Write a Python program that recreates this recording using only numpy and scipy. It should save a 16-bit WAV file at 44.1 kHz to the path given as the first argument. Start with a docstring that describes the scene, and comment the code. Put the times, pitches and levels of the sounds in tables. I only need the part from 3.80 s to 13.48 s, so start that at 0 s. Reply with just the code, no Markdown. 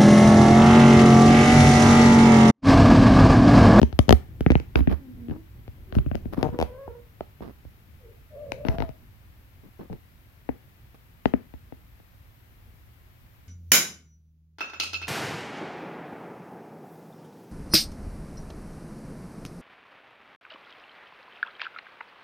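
"""Handled phone and a distant cat

Fingers on a hand-held phone knock, creak and rub right at its two microphones, in a quiet carpeted room.
Knocks and creaks are short rings shaped by the case; rubs are crowds of tiny slips over a smooth hiss.
Farther off a cat gives a few soft, low, wavering calls: a few harmonics, hoarser where the pitch sags.
Room reflections, a lumpy rumble from the hand, and the still room's rumble and hiss lie beneath.
"""
import sys
import numpy as np
from scipy import signal
from scipy.fft import rfft, irfft, next_fast_len
from scipy.io import wavfile
from scipy.ndimage import map_coordinates

SR = 44100
rng = np.random.default_rng(int(sys.argv[2]) if len(sys.argv) > 2 else 0)


def file_out(sig):
    """Save sig as 16-bit WAV at sys.argv[1]."""
    # one column per channel
    cols = np.atleast_2d(sig).T
    # limit, then scale
    lim = np.clip(cols, -1, 1)
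    pcm = np.round(lim * 32767).astype(np.int16)
    wavfile.write(sys.argv[1], SR, pcm)


N = 426888

# single knocks on the case; top_hz is low for a fingertip, high for a nail:
# start_s, strength_db, thump_db, hardness_db, top_hz
KNOCKS = [(0.0158, 29.5, 6.5, -9.5, 16000), (0.0299, 34.5, 1, -10, 16100), (0.127, 7.5, 20, 1.5, 6070),
          (0.1902, 33, 9, -1, 20000), (0.282, 21.5, 15.5, -12, 12000), (0.2922, 29, 11.5, 8, 20100),
          (0.307, 36.5, 5, -2.5, 16000), (0.3256, 37.5, 3, 0.5, 20000), (0.6074, 28, 8.5, -10.5, 12000),
          (0.6627, 36.5, 2, -7.5, 3070), (0.703, 38, -0.5, -8.5, 3100), (0.7071, 22, 0, -0.5, 9000),
          (0.718, 26.5, 9, -3.5, 9100), (0.7535, 34.5, 7, -2, 3050), (0.7991, 17, -5, -4, 9000),
          (0.9558, 31.5, 4.5, 4, 4100), (1.0731, 34.5, 2.5, -11, 2890), (1.8786, 4, 15, -1.5, 5500),
          (2.1246, 10.5, 14, 3, 4000), (2.1514, 14, 14, 0.5, 9000), (2.1646, 30.5, 11, -27, 1000),
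          (2.1855, 18.5, 20.5, -4.5, 4240), (2.2617, 20, 9, -14.5, 2800), (2.3138, 20, 10.5, -4, 2530),
          (2.3471, 19, 8, -12.5, 3460), (2.353, 20, 0, -4.5, 18000), (2.4557, 17.5, 3, -18, 4000),
          (2.5782, 22.5, 6.5, -20, 1800), (2.6285, 26, -1, -3, 16000), (2.6885, 14.5, 9.5, -8, 1300),
          (3.0776, 4, 16, 3, 1600), (3.4071, 13, -1, -2, 4500), (3.6061, 11, 3.5, -16, 3500),
          (3.8507, 1, 16, -13, 5960), (4.7194, 7.5, 4.5, 15.5, 10030), (4.85, 22, -3, -9.5, 4000),
          (4.885, 21, 16, 1.5, 5460), (5.0911, 6, 13, -6.5, 8000), (6.0984, 7, 9.5, -3, 1100),
          (6.1283, 8.5, 4, -5, 11000), (6.6901, 23, 0.5, -6, 2500), (7.456, 32, -3, -4.5, 3430),
          (7.5372, 30, -2.5, -10.5, 2900), (7.7381, 5.5, 10.5, -8, 4500), (7.9229, 8, 1.5, -9, 3003),
          (8.2, -7, 1, -4, 4006)]
# creaks, a finger sticking and slipping at a steady pace; the last four describe the first slip:
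# start_s, slip_count, gap_s, swell_db_per_slip, strength_db, thump_db, hardness_db, top_hz
CREAKS = [(0.9712, 3, 0.017, 3.5, 22.5, 7, -14.5, 3500), (1.094, 3, .015, 1, 22, 4.5, -13, 3500),
          (1.484, 3, 0.013, 2.5, 12.5, 5, -14, 4100), (2.6361, 6, .0066, -0.7, 15, 12, 0.5, 1400),
          (2.7885, 4, .0123, 1, 17.5, 3, 0.5, 12900), (4.984, 3, 0.019, 1, 12.5, 14, 1, 5100)]
# corner frequencies of a blow's colour: hz
COLOUR_HZ = [80, 280, 760, 1600, 2900, 5400]
# transfer of a blow through the case to each microphone: hz, left_db, right_db
CASE_TRANSFER = [(25.61, -43, -26), (66.8, -6, 7), (100.7, -4.5, -2), (147, -5.5, -3), (240, -0.5, -8),
                 (550, -4, -14), (1135, -18.5, -24), (1966, -24, -28.5), (3086, -27.5, -30.5),
                 (4850, -29, -33), (5913, -29, -43.5), (7600, -45.5, -44), (11500, -38.5, -35),
                 (16000, -46.5, -51.5)]
# resonances of the held case, peaks or dips, before tuning by the grip: centre_hz, width_hz, left_db, right_db
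CASE_MODES = [(135.1, 50, 3, -4.5), (177, 23, -5.5, 3), (252.8, 40, 4.5, -7), (366, 70, -4, 6),
              (446, 60, 3.5, -0.5), (540, 220, -5, 0.5), (820, 110, 2.5, -0.5), (1090, 200, -5.5, -4)]
# the finger's place on the case; tuning scales the resonance centres:
# time_s, right_delay_s, snap_hz, tuning_ratio, hollow_db, left_over_right_db
GRIP = [(.33, -0.00066, 3250, 0.91, 4, 6), (.6, -0.000088, 2420, 0.98, -1.5, -1.5),
        (1.13, 0.0013, 2480, 1.03, -5.5, -3.5), (1.48, -0.0007, 2510, 1, 0, 8),
        (2.2, 0.0008, 2660, 0.8, 3.5, 2), (2.64, .00018, 2800, 1.05, 8, 7),
        (2.799, .00018, 2700, 1.1, 10.5, 0), (3.6, .0001, 1980, 1.05, 16, -7.5),
        (4.72, .00038, 2650, 1.06, -2, 7), (5.1, 0.0017, 2500, 1.02, 6.5, 11.5),
        (6.1, 0.0039, 2000, 1, 4.5, 3), (6.7, 0.0011, 2007, 1.042, 6.5, 4.5)]
# skin sliding on the case: start_s, length_s, level_db, brightness_db_per_octave
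RUBS = [(0.951, 0.062, -34.5, 2), (1.096, 0.052, -31, 0.5), (1.506, 0.071, -39, -2), (2.141, 0.058, -47, 4),
        (2.525, 0.025, -34, 1.5), (2.559, 0.16, -37, 0.5), (2.725, 0.044, -33.5, -2.5),
        (2.821, 0.046, -40.5, 1), (3.61, 0.11, -42, .5), (4.845, 0.13, -37.5, 1), (4.982, 0.08, -39, 1),
        (5.83, 0.066, -50, -3.5), (5.988, 0.077, -42, -0.5), (6.101, 0.07, -38.5, -5),
        (7.143, 0.016, -51.5, 3)]
# rub spectrum before brightness: hz, relative_db
RUB_SPECTRUM = [(40, -4.5), (130, 5.5), (260, 7.5), (600, -3.5), (1000, -8.5), (1600, -17.5), (2500, -26.5),
                (5500, -36), (7500, -54), (12000, -37), (16000, -50)]
# cat calls: relative_level_db, second_harmonic_db, hoarseness_0_to_1, pitch curve of (time_s, pitch_hz)
CAT_CALLS = [ (-44, -21.5, .2, [(1.16, 303.3), (1.28, 254.7), (1.34, 245)]),
             (-42, -20, 0.16, [(1.35, 245.4), (1.48, 234.4), (1.54, 299.3), (1.62, 338)]),
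             (-48, -23, .2, [(2.06, 372), (2.22, 384)]), (-43, -14, 0.33, [(2.68, 481), (2.87, 489.5),
             (2.97, 515), (3.01, 554), (3.06, 560), (3.09, 464), (3.22, 481.4)]),
             (-52, -25, 0.33, [(4.19, 570), (4.26, 459), (4.35, 464)]), (-40.5, -32, 0.41, [(4.5, 639.4),
             (4.56, 565.6), (4.62, 601.4), (4.76, 521), (4.87, 649), (4.95, 655), (5.01, 686),
             (5.14, 615)])]
# share of a blow or rub sent into the room: hz, gain_db
AIRBORNE = [(60, -21), (250, -19), (700, -17), (1500, -11.5), (5000, -12.5), (12000, -5.5)]
# reverberation: hz, t60_s
ROOM_DECAY = [(100, 0.381), (500, 0.29), (2000, 0.33), (6000, 0.2946), (14000, 0.28)]
# hand rumble over time: time_s, relative_level_db
TREMOR = [(0, -39), (1.08, -43), (1.86, -45.5), (2.53, -35), (3.04, -48.5), (4.5, -52), (4.95, -38),
          (5.299, -52), (6.7, -54.5)]
# hand rumble spectrum: hz, relative_db
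TREMOR_SPECTRUM = [(20, -14), (40, -5.5), (60, -1.5), (110, -2.5), (160, -14), (300, -20), (700, -38.5),
                   (3000, -67)]
# still-room spectrum: hz, relative_db_per_hz
FLOOR_SPECTRUM = [(15, -49), (25, -22), (48, -2), (111, -3.5), (150, -14), (400, -25.5), (700, -25),
                  (1400, -26.5), (2100, -26), (7000, -40.5), (10000, -41), (12000, -31), (16000, -34)]
# still-room left-right correlation: hz, correlation
FLOOR_CORRELATION = [(60, 0.65), (180, 0.5), (550, 0.15), (1650, -0.2), (4970, 0.012), (15000, 0.091)]
# still-room balance: hz, left_over_right_db
FLOOR_LEAN = [(60, -1.5), (180, 1), (550, 2), (1650, 6.5), (4970, 3.5), (15000, -1)]

FLOOR_DB, EDGE_HZ = -55, 16000
TICK_DB = -3  # finest part of a blow against its hardness
CALL_RISE_S, CALL_FADE_SHARE = 0.07, 0.2  # the fade is a share of the call's length


def knocks(lag_cycles=0.65, slowest_hz=20, fastest_hz=3000, ripple_db=2.31, scatter_s=0.0009,
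           snap_db=6.0, snap_width_hz=1100):
    """Each slip is one blow on the case; low bending waves arrive late, so the ring falls in pitch."""
    size, arrival_s = 4096, 0.0003
    hz, out = np.fft.rfftfreq(size, 1 / SR), np.zeros((2, N))
    bending = 2 * np.pi * lag_cycles * np.log((hz + slowest_hz) / (hz + fastest_hz))
    arrival = 2 * np.pi * hz * arrival_s
    ripple_steps = 6 * np.log2(1 + hz / 500)
    dying = np.clip(np.linspace(3, -1, size), 0, 1)
    for start_s, strength_db, thump_db, hardness_db, top_hz in blows():
        delay_s, snap_hz, tuning, hollow_db, lean_db = grip(start_s)
        # each blow lands on another spot: other resonances, longer treble paths
        knots = rng.standard_normal((4, 35))
        ripple = np.array([map_coordinates(row, [ripple_steps], order=3) for row in knots])
        treble_delay_s = scatter_s * abs(ripple[3]) * hz / (hz + fastest_hz)
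        scatter = 2 * np.pi * np.cumsum(treble_delay_s) * hz[1]
        ripples_db = ripple_db * (ripple[:2] / 2 + ripple[2])  # part per microphone, part shared
        colour_db = contact(hz, thump_db, hardness_db, top_hz, hollow_db) + ripples_db
        snap_ring_db = snap_db / (1 + (2 * (hz - snap_hz) / snap_width_hz) ** 2)
        travel = 2 * np.pi * np.outer([0, delay_s], hz)
        ring = causal(strength_db + case(hz, tuning) + colour_db + snap_ring_db)
        spectrum = ring * np.exp(-1j * (bending + scatter + travel + arrival))
        add(out, start_s, -panned(lean_db) * dying * irfft(spectrum))
    return out


def blows():
    """Every blow on the case: the single knocks and each stick-slip of the creaks."""
    slips = []
    for start_s, count, gap_s, swell_db, strength_db, *touch in CREAKS:
        for k in range(round(count)):
            slips.append((start_s + k * gap_s, strength_db + k * swell_db, *touch))
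    return KNOCKS + slips


def grip(time_s):
    """The finger's place sets delay, snap pitch, tuning, hollowness and lean."""
    times_s, *columns = np.transpose(GRIP)
    return [np.interp(time_s, times_s, column) for column in columns]


def contact(hz, thump_db, hardness_db, top_hz, hollow_db, steep=8.5, deepest_db=-26):
    """Colour of a blow in dB: weight adds bass, hardness adds treble, contact time cuts the top."""
    corners_db = [thump_db, 0, hardness_db + hollow_db, hardness_db, hardness_db, hardness_db + TICK_DB]
    shelves_db = read(np.c_[COLOUR_HZ, corners_db], hz)
    cut_db = -10 * np.log10(1 + (hz / top_hz) ** steep)
    return shelves_db + np.maximum(cut_db, deepest_db)


def case(hz, tuning):
    """Response of the case at each microphone in dB; the grip shifts its resonances."""
    response_db = np.array([read(CASE_TRANSFER, hz, channels=1), read(CASE_TRANSFER, hz, channels=2)])
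    for centre_hz, width_hz, *ports_db in CASE_MODES:
        peak = 1 / (1 + (2 * (hz - tuning * centre_hz) / width_hz) ** 2)
        response_db = response_db + np.outer(ports_db, peak)
    return response_db


def causal(db):
    """Minimum phase: the quickest ring that has this level in each bin."""
    log_gain = np.log(gain_of(db))
    mirrored = np.hstack([log_gain, log_gain[:, -2:0:-1]])
    phase = -signal.hilbert(mirrored).imag[:, :db.shape[1]]
    return np.exp(log_gain + 1j * phase)


def rubs(slips_per_s=320, smooth=0.047, shared=0.43, fade_nepers=1.0, pivot_hz=500, lean_share=0.59):
    """A slide is a crowd of tiny slips over a smooth hiss, easing off as the finger stops."""
    out, shape = np.zeros((2, N)), np.array(RUB_SPECTRUM)
    octaves = np.log2(shape[:, 0] / pivot_hz)
    for start_s, length_s, level_db, bright_db in RUBS:
        count = int(length_s * SR)
        noise = rng.standard_normal((3, count))
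        slips = noise * (smooth + (rng.random((3, count)) < slips_per_s / SR))
        tilted = np.c_[shape[:, 0], shape[:, 1] + bright_db * octaves]
        easing = np.exp(-fade_nepers * np.arange(count) / count)
        stroke = signal.windows.tukey(count, 0.25) * easing
        rub = evened(coloured(slips[:2] + shared * slips[2], tilted) * stroke)
        lean_db = lean_share * grip(start_s)[-1]
        add(out, start_s, gain_of(level_db) * panned(lean_db) * rub)
    return out


def cat(jitter=0.0186, jitter_hz=91.7, flutter_hz=250, overtone_fall_db=9, least_rough=0.17):
    """A nearly closed mouth gives an almost pure tone; where pitch sags the folds flutter, turning hoarse."""
    out = np.zeros((2, N))
    for level_db, second_db, hoarse, pitch in CAT_CALLS:
        times_s, pitch_hz = np.transpose(pitch)
        t = np.arange(times_s[0], times_s[-1], 1 / SR)
        hz = np.interp(t, times_s, pitch_hz)
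        sag = (hz.max() - hz) / (np.ptp(hz) + 1)
        rough = np.clip(least_rough + hoarse * sag, 0, 1)
        rise = np.minimum((t - times_s[0]) / CALL_RISE_S, 1)
        fade = np.minimum((times_s[-1] - t) / (CALL_FADE_SHARE * np.ptp(times_s)), 1)
        phase = 2 * np.pi * np.cumsum(hz * (1 + jitter * wander(len(t), jitter_hz))) / SR
        tone = np.exp(1j * phase)
        for k in range(2, 5):
            tone = tone + gain_of(second_db - overtone_fall_db * (k - 2)) * np.exp(1j * k * phase)
        unsteady = wander(len(t), flutter_hz) + 1j * wander(len(t), flutter_hz)
        flutter = np.sqrt(2 * (1 - rough ** 2)) + rough * unsteady
        call = (tone * flutter).real * gain_of(level_db) * rise * fade
        add(out, times_s[0], panned(0) * call)
    return out


def room(x, first_s=0.0083):
    """Dense reflections after a short gap, each band dying at its own speed."""
    taps = rng.standard_normal((2, SR // 2))
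    taps[:, :int(first_s * SR)] = 0
    hz, t, bands = signal.stft(taps, SR, nperseg=256)
    decay = gain_of(-60 * t / read(ROOM_DECAY, hz)[:, None])
    tail = signal.istft(bands * decay, SR, nperseg=256)[1]
    return signal.fftconvolve(x, tail / np.linalg.norm(tail[0]), axes=1)[:, :N]


def tremor(level_db=-3, lumpy_db=2, lumps_hz=15, shared=2.6):
    """The holding hand makes a soft, lumpy low rumble, mostly shared by both microphones."""
    noise = rng.standard_normal((3, N))
    curve_db = np.interp(np.arange(N) / SR, *np.transpose(TREMOR)) + lumpy_db * wander(N, lumps_hz)
    rumble = evened(coloured(noise[:2] + shared * noise[2], TREMOR_SPECTRUM))
    return gain_of(level_db + curve_db) * rumble


def still_room():
    """Low rumble of the house and the microphones' hiss: noise with a set correlation in each band."""
    hz = np.fft.rfftfreq(N, 1 / SR)
    left, other = rfft(rng.standard_normal((2, N)))
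    same = np.clip(read(FLOOR_CORRELATION, hz), -1, 1)
    right = same * left + np.sqrt(1 - same ** 2) * other
    spectrum_db = read(FLOOR_SPECTRUM, hz) + np.outer([0.5, -0.5], read(FLOOR_LEAN, hz))
    pair = np.array([left, right]) * gain_of(spectrum_db)
    return gain_of(FLOOR_DB) * evened(irfft(pair, N))


def gain_of(db):
    """Decibels to amplitude."""
    return 10 ** (np.asarray(db) / 20)


def evened(x):
    """Scales to rms 1 over all channels."""
    return x / np.sqrt(np.mean(x ** 2) + 1e-20)


def read(points, hz, channels=1):
    """Interpolates one column of a table over log frequency."""
    table = np.array(points)
    return np.interp(np.log(hz + 1), np.log(table[:, 0] + 1), table[:, channels])


def add(mix, start_s, sound):
    """Lays a stereo sound into the mix."""
    part = mix[:, max(round(start_s * SR), 0):][:, :sound.shape[1]]
    part += sound[:, :part.shape[1]]


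def panned(lean_db):
    """Left and right gains, left over right in dB."""
    return gain_of([[lean_db / 2], [-lean_db / 2]])


def coloured(x, points):
    """Filters by a spectrum in dB, zero phase."""
    size = x.shape[-1]
    fast = next_fast_len(size)
    gain = gain_of(read(points, np.fft.rfftfreq(fast, 1 / SR)))
    return irfft(rfft(x, fast) * gain, fast)[..., :size]


def wander(count, rate_hz):
    """Smooth random motion through unit-variance knots at rate_hz."""
    knots = np.arange(count) * rate_hz / SR
    values = rng.standard_normal(int(knots[-1]) + 2)
    return map_coordinates(values, [knots], order=3, mode="nearest")


def scene(cat_direct_db=-2, cat_room_db=-6, radiated_limit=0.035):
    """The case is at the microphones and nearly dry; the cat is out in the room."""
    handling, calls = knocks() + rubs(), cat()
    # the hardest blows go mostly through the case; little more of them reaches the air
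    radiated = radiated_limit * np.tanh(coloured(handling, AIRBORNE) / radiated_limit)
    echo = room(radiated + gain_of(cat_room_db) * calls)
    return handling + gain_of(cat_direct_db) * calls + echo + still_room() + tremor()


def record(dry):
    """Peaks beyond full scale clip; then a low-pass at the band edge."""
    clipped = np.clip(dry, -1, 1)
    lowpass = signal.firwin(255, EDGE_HZ, window=("kaiser", 9), fs=SR)
    return signal.oaconvolve(clipped, lowpass[None], "same")


dry = scene()
out = record(dry)
file_out(out)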